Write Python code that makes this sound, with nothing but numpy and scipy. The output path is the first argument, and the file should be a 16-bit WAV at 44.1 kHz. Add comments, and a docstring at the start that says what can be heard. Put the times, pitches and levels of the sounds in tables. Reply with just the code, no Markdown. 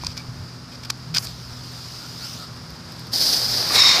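"""Lighting a smoke bomb

Outdoors on concrete, a match is scraped three times, flares, and is lowered hissing to a fuse.
The fuse catches and sputters, then the charge jets from its vent with two rough, sinking whistles.
A far engine drones and a far bird calls. The small microphone rings near 5 kHz, a peak that is
built into most of the noise spectra."""
import sys
import numpy as np
from scipy import signal
from scipy.fft import rfft, irfft
from scipy.io import wavfile
from scipy.ndimage import map_coordinates

SR = 44100
rng = np.random.default_rng(int(sys.argv[2]) if len(sys.argv) > 2 else 0)


def file_out(sig):
    """Save sig as 16-bit WAV at sys.argv[1]."""
    # one column per channel
    cols = np.atleast_2d(sig).T
    # limit, then scale
    lim = np.clip(cols, -1, 1)
    pcm = np.round(lim * 32767).astype(np.int16)
    wavfile.write(sys.argv[1], SR, pcm)


N = 176400
TIME = np.arange(N) / SR

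# Spectra of the noises. Each row: frequency in Hz, relative spectral density in dB.
AIR_SPECTRUM = [(25, -59), (55, -13), (115, -9), (190, -11.5), (450, -21), (800, -22), (1300, -19.5),
                (2000, -27.5), (3200, -30.5), (4200, -25), (4950, -16.5), (6000, -29.5), (7700, -37.5),
                (14000, -45.5)]
RUMBLE_SPECTRUM = [(30, -48), (55, -0.5), (80, 2), (160, -3.5), (800, -50.5)]
STRIKER_SPECTRUM = [(300, -21), (800, -14.5), (1200, -13), (1500, -6), (2000, -11.5), (2450, -3.5),
                    (2780, -13), (3200, -5), (4000, -7), (4900, 4.5), (6500, -12.5), (10500, -23.5),
                    (14500, -22)]
SNAP_SPECTRUM = [(600, -24.5), (1100, -2.5), (2000, -18.5), (2400, -3.5), (2900, -14), (4700, 8),
                 (6300, -3.5), (9000, -15), (14500, -30)]
FLARE_SPECTRUM = [(1500, -12), (3800, -18), (4950, -2.5), (7300, -13.5), (14500, -15)]
FLAME_SPECTRUM = [(800, -15.5), (2200, -13), (3200, -9), (4200, -2), (4950, 5), (6000, -7), (7500, -14),
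                  (11000, -19.5), (15000, -18)]
FUSE_SPECTRUM = [(120, -24), (230, -10), (400, -17.5), (700, -13), (1100, -20.5), (1600, -18.5),
                 (2750, -22), (3100, -15.5), (3900, -8), (4900, 4), (6000, -9.5), (7300, -21.5),
                 (14500, -20.5)]
SPRAY_SPECTRUM = [(3000, -16), (7000, 6.5), (9500, 8.5), (12200, 2), (14300, 6)]
JET_SPECTRUM = [(200, -23), (600, -20), (1100, -4), (1550, -14), (2150, -2), (2800, -9.5), (3300, -10.5),
                (3800, 3.5), (4600, -.5), (5400, 1), (6100, -10), (7000, -12.5), (8400, -22.5),
                (15000, -34)]
ROAR_SPECTRUM = [(150, -17.5), (400, -1.5), (1100, -4), (2200, -7), (3200, -12), (6000, -27.5)]

# Envelopes of the sources. Each row: time in seconds, level in dB.
AIR_LEVEL = [(1.8, -41), (2.8, -39.5)]
RUMBLE_LEVEL = [(0, -35.5), (.2, -52), (.4, -37), (.55, -56), (1.0, -46), (1.25, -41.5), (1.55, -46),
                (1.7, -52.5), (4.0, -47.5)]
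ENGINE_THIRD_LEVEL = [(0, -45), (.9, -40.5), (2.6, -43), (2.8, -57), (3.03, -37), (3.3, -49), (3.6, -36),
                      (3.9, -47.5)]  # the strongest harmonic
FLARE_LEVEL = [(1.19, -35), (1.215, -40), (1.25, -30), (1.285, -67)]
FLAME_LEVEL = [(1.2, -62), (1.26, -37), (1.35, -44.5), (1.54, -44), (1.7, -41), (1.95, -38.5),
               (2.16, -39.5), (2.26, -34), (2.37, -37.5), (2.44, -39.5), (2.5, -53), (2.85, -55),
               (3.0, -44.5), (3.12, -62)]
FUSE_LEVEL = [(3.112, -65), (3.121, -34), (3.136, -21), (3.17, -23.5), (3.212, -17.5), (3.29, -20),
              (3.345, -19.5), (3.40, -21), (3.445, -24.5), (3.51, -22.5), (3.58, -20), (3.64, -23.5),
              (3.7, -23), (3.78, -23), (4.0, -26.5)]
SPRAY_LEVEL = [(3.112, -58), (3.135, -34), (3.37, -33), (3.44, -38), (3.68, -46), (3.755, -24.5),
               (3.8, -33), (4.0, -51)]
ROAR_LEVEL = [(3.15, -64), (3.3, -41), (3.68, -34), (3.72, -28.5), (3.765, -25.5), (3.81, -37), (3.92, -34),
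              (3.99, -21)]

# Brief tones. Each row: start in seconds, length in seconds, pitch in Hz, level in dB.
HUM_SWELL = [(1.06, .15, 160, -37)]
BIRD_CALLS = [(1.99, 0.1, 1390, -47), (2.19, 0.1, 1405, -43), (2.37, 0.12, 1314, -44.5)]
SQUEAKS = [(.17, 0.048, 2336, -41.5), (3.698, 0.028, 1194, -30)]  # of the match and of the opening vent

# Upper engine harmonics. Each row: multiple of the firing rate, level in dB.
ENGINE_HARMONICS = [(4, -48.5), (6, -52)]
# The match head drags on the striker. Each row: start in seconds, length in seconds, level in dB.
SCRAPES = [(.008, 0.13, -41), (.063, 0.0073, -30), (0.165, 0.022, -33.5), (0.184, 0.025, -41),
           (0.712, 0.051, -44), (0.83, 0.016, -36.5), (0.845, 0.016, -33), (0.8974, 0.012, -19),
           (1.1435, .011, -23.5), (1.139, 0.0516, -26), (1.16, 0.017, -23)]
# The head snaps free. Each row: start in seconds, level in dB, decay in seconds.
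SNAPS = [(0.0366, -29, 0.001), (0.0471, -24.5, 0.002), (0.0679, -15, 0.0018), (0.1773, -23, 0.00057),
         (0.9025, -9, 0.00056), (0.9047, -11, 0.0012), (1.1829, -10, 0.0019), (1.271, -22, 0.0008)]
# The hand knocks the box; the first, higher row is the ring of a match-head snap. Each row: start in seconds,
# pitch in Hz, level in dB, decay in seconds.
KNOCKS = [(0.0358, 984, -21.5, 0.0025), (0.084, 90.5, -29, 0.016), (0.286, 114, -28, 0.018),
          (0.379, 93.5, -33.5, 0.049), (1.521, 75, -33.5, .02)]
# The flame's echo off the nearest surface. Each row: time in seconds, mean lag in ms.
ECHO_LAG = [(1.25, 0.23), (1.42, 0.35), (1.6, 0.63), (1.9, 0.99), (2.08, 0.81), (2.25, 0.39), (2.42, 0.26)]
# First sparks at the fuse tip. Each row: start in seconds, level in dB.
SPARKS = [(2.7049, -32.5), (2.9217, -33), (2.995, -28.5), (3.0696, -30)]
# The vent's jet. Each row: time in seconds, rush level in dB, whistle level in dB, pitch in Hz.
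JET = [(3.712, -33, -60, 3984), (3.758, -14.5, -24, 3925), (3.778, -17, -27, 3830),
       (3.795, -13, -18.5, 3837), (3.822, -18.5, -13, 3717), (3.831, -16.5, -24, 3786),
       (3.86, -15.5, -16, 3740), (3.9, -14.5, -22.5, 3717), (3.95, -17, -24, 3660), (4.0, -22, -35, 3650)]
# The vent's whistles. Each row: multiple of the pitch, width in Hz, relative level in dB.
WHISTLES = [(1, 85, 0), (1.415, 100, -2)]


def amp(db):
    """Amplitude grows tenfold for every 20 dB."""
    return 10 ** (np.asarray(db) / 20)


def unit(x):
    """Normalisation to an rms of 1."""
    return x / np.sqrt(np.mean(x ** 2) + 1e-20)


def curve(rows, column=1):
    """Linear interpolation of one table column over time."""
    rows = np.array(rows)
    return np.interp(TIME, rows[:, 0], rows[:, column])


def level(rows, column=1):
    """An amplitude envelope from a curve in dB, silent before its first point."""
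    return amp(curve(rows, column)) * (TIME >= rows[0][0])


def colour(x, spectrum):
    """A minimum-phase filter imposes the spectrum; white noise keeps its power."""
    hz, db = np.transpose(spectrum)
    size = 4096
    bin_hz = np.fft.rfftfreq(size, 1 / SR)
    gain = unit(amp(np.interp(np.log(bin_hz + 1), np.log(hz), db)))
    log_gain = np.log(np.r_[gain, gain[-2:0:-1]])
    taps = np.fft.ifft(np.exp(np.conj(signal.hilbert(log_gain)))).real
    return signal.oaconvolve(x, taps[:size // 2])[:N]


def drift(rate_hz):
    """Low-passed noise wanders smoothly, with an rms of 1."""
    hz = np.fft.rfftfreq(N, 1 / SR)
    return unit(irfft(rfft(rng.standard_normal(N)) / (1 + (hz / rate_hz) ** 4), N))


def sputter(depth_db, rate_hz):
    """Random amplitude modulation breaks white noise into puffs."""
    return unit(rng.standard_normal(N) * amp(depth_db * np.clip(drift(rate_hz), -2.5, 2.5)))


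def rough_tone(hz, width_hz, steady):
    """Narrow-band noise is heard as a rough tone; steady (0-1) evens out its fading."""
    envelope = drift(width_hz / 2) + 1j * drift(width_hz / 2)
    envelope /= (abs(envelope) + 1e-6) ** steady
    phase = 2 * np.pi * np.cumsum(hz * np.ones(N)) / SR
    return unit((envelope * np.exp(1j * phase)).real)


def chirps(rows, width_hz):
    """Rough tones swell and fade under half-sine envelopes."""
    return sum(amp(db) * np.sin(np.pi * np.clip((TIME - start) / length, 0, 1))
               * rough_tone(hz, width_hz, steady=0.17) for start, length, hz, db in rows)


def burst(start, decay):
    """Sudden excitation dies away exponentially."""
    return (TIME >= start) * np.exp(-np.maximum(TIME - start, 0) / decay)


def outdoor_air():
    """Broadband ambient noise lies over the low rumble of wind and handling."""
    air = amp(curve(AIR_LEVEL)) * colour(sputter(depth_db=0.7, rate_hz=26), AIR_SPECTRUM)
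    rumble = level(RUMBLE_LEVEL) * colour(rng.standard_normal(N), RUMBLE_SPECTRUM)
    return air + rumble


def far_engine():
    """Periodic firing gives harmonics that sink as the engine slows; the hum swells briefly."""
    firing_hz = 41.29 - 0.2 * TIME
    harmonics = [(3, level(ENGINE_THIRD_LEVEL))] + [(k, amp(db)) for k, db in ENGINE_HARMONICS]
    drone = sum(gain * rough_tone(k * firing_hz, width_hz=3.04, steady=0.55) for k, gain in harmonics)
    return drone + chirps(HUM_SWELL, width_hz=10)


def far_bird():
    """Each call is a band of noise, narrow enough to carry a hoarse pitch."""
    return chirps(BIRD_CALLS, width_hz=210)


def match_strikes():
    """Stick-slip friction: the head catches on grit and snaps free. The knocked box rings briefly, and so does
    the first snap."""
    edge_s, crack_db = 0.0054, 11
    drag = sum(amp(db) * np.clip(np.minimum(TIME - start, start + length - TIME) / edge_s, 0, 1)
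               for start, length, db in SCRAPES)
    grit = drag * sputter(depth_db=2.0, rate_hz=700)
    snaps = sum(amp(db) * burst(start, decay) for start, db, decay in SNAPS) * rng.choice([-1, 1], N)
    for start, db, _ in SNAPS:
        snaps[round(start * SR)] = amp(db + crack_db)  # a crack leads the crumbling
    knocks = sum(amp(db) * burst(start, decay) * np.sin(2 * np.pi * hz * (TIME - start))
                 for start, hz, db, decay in KNOCKS)
    return colour(grit, STRIKER_SPECTRUM) + colour(snaps, SNAP_SPECTRUM) + knocks


def match_flame():
    """Combustion flares, then hisses; interference with its echo sweeps the moving flame's hiss."""
    flare = level(FLARE_LEVEL) * colour(sputter(depth_db=1.8, rate_hz=400), FLARE_SPECTRUM)
    hiss = level(FLAME_LEVEL) * colour(sputter(depth_db=1.0, rate_hz=170), FLAME_SPECTRUM)
    hand_tremor, near_ms = 0.033, 0.45
    lag_ms = curve(ECHO_LAG) * (1 + hand_tremor * drift(rate_hz=15))
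    echo = map_coordinates(hiss, [(TIME - lag_ms / 1000) * SR], order=3)
    echo_gain = 0.5 * np.minimum(1, near_ms / lag_ms) ** 2  # weaker far from the surface
    return flare + (hiss + echo_gain * echo) / np.hypot(1, echo_gain)


def fuse():
    """Powder burns unevenly: single sparks, then quick puffs under a fine spray of sparks."""
    sparks = sum(amp(db) * burst(start, decay=0.0016) for start, db in SPARKS) * rng.standard_normal(N)
    puffs = level(FUSE_LEVEL) * rng.standard_normal(N) * amp(1.4 * drift(rate_hz=41))
    spray = level(SPRAY_LEVEL) * sputter(depth_db=1.0, rate_hz=640)
    return colour(puffs + sparks, FUSE_SPECTRUM) + colour(spray + 0.25 * sparks, SPRAY_SPECTRUM)


def vent_jet():
    """Turbulent gas rushes and roars through the vent, whose two whistles sink as it burns wider."""
    rush = level(JET) * colour(sputter(depth_db=1.0, rate_hz=300), JET_SPECTRUM)
    roar = level(ROAR_LEVEL) * colour(sputter(depth_db=1.5, rate_hz=74), ROAR_SPECTRUM)
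    pitch_hz = curve(JET, column=3)
    whistles = sum(amp(db) * rough_tone(ratio * pitch_hz, width_hz, steady=0.5)
                   for ratio, width_hz, db in WHISTLES)
    return rush + roar + level(JET, column=2) * whistles


def scene():
    """Superposition: the pressures of all sources add at one microphone."""
    foreground = match_strikes() + match_flame() + fuse() + vent_jet() + chirps(SQUEAKS, width_hz=126)
    return (foreground + outdoor_air() + far_engine() + far_bird())[None]


def record(dry):
    """Clipping at full scale limits the amplitude, then a low-pass filter limits the band."""
    cutoff_hz = 14950
    lowpass = signal.firwin(401, cutoff_hz, window=("kaiser", 9), fs=SR)
    return signal.oaconvolve(np.clip(dry, -1, 1), lowpass[None], "same")


dry = scene()
out = record(dry)
file_out(out)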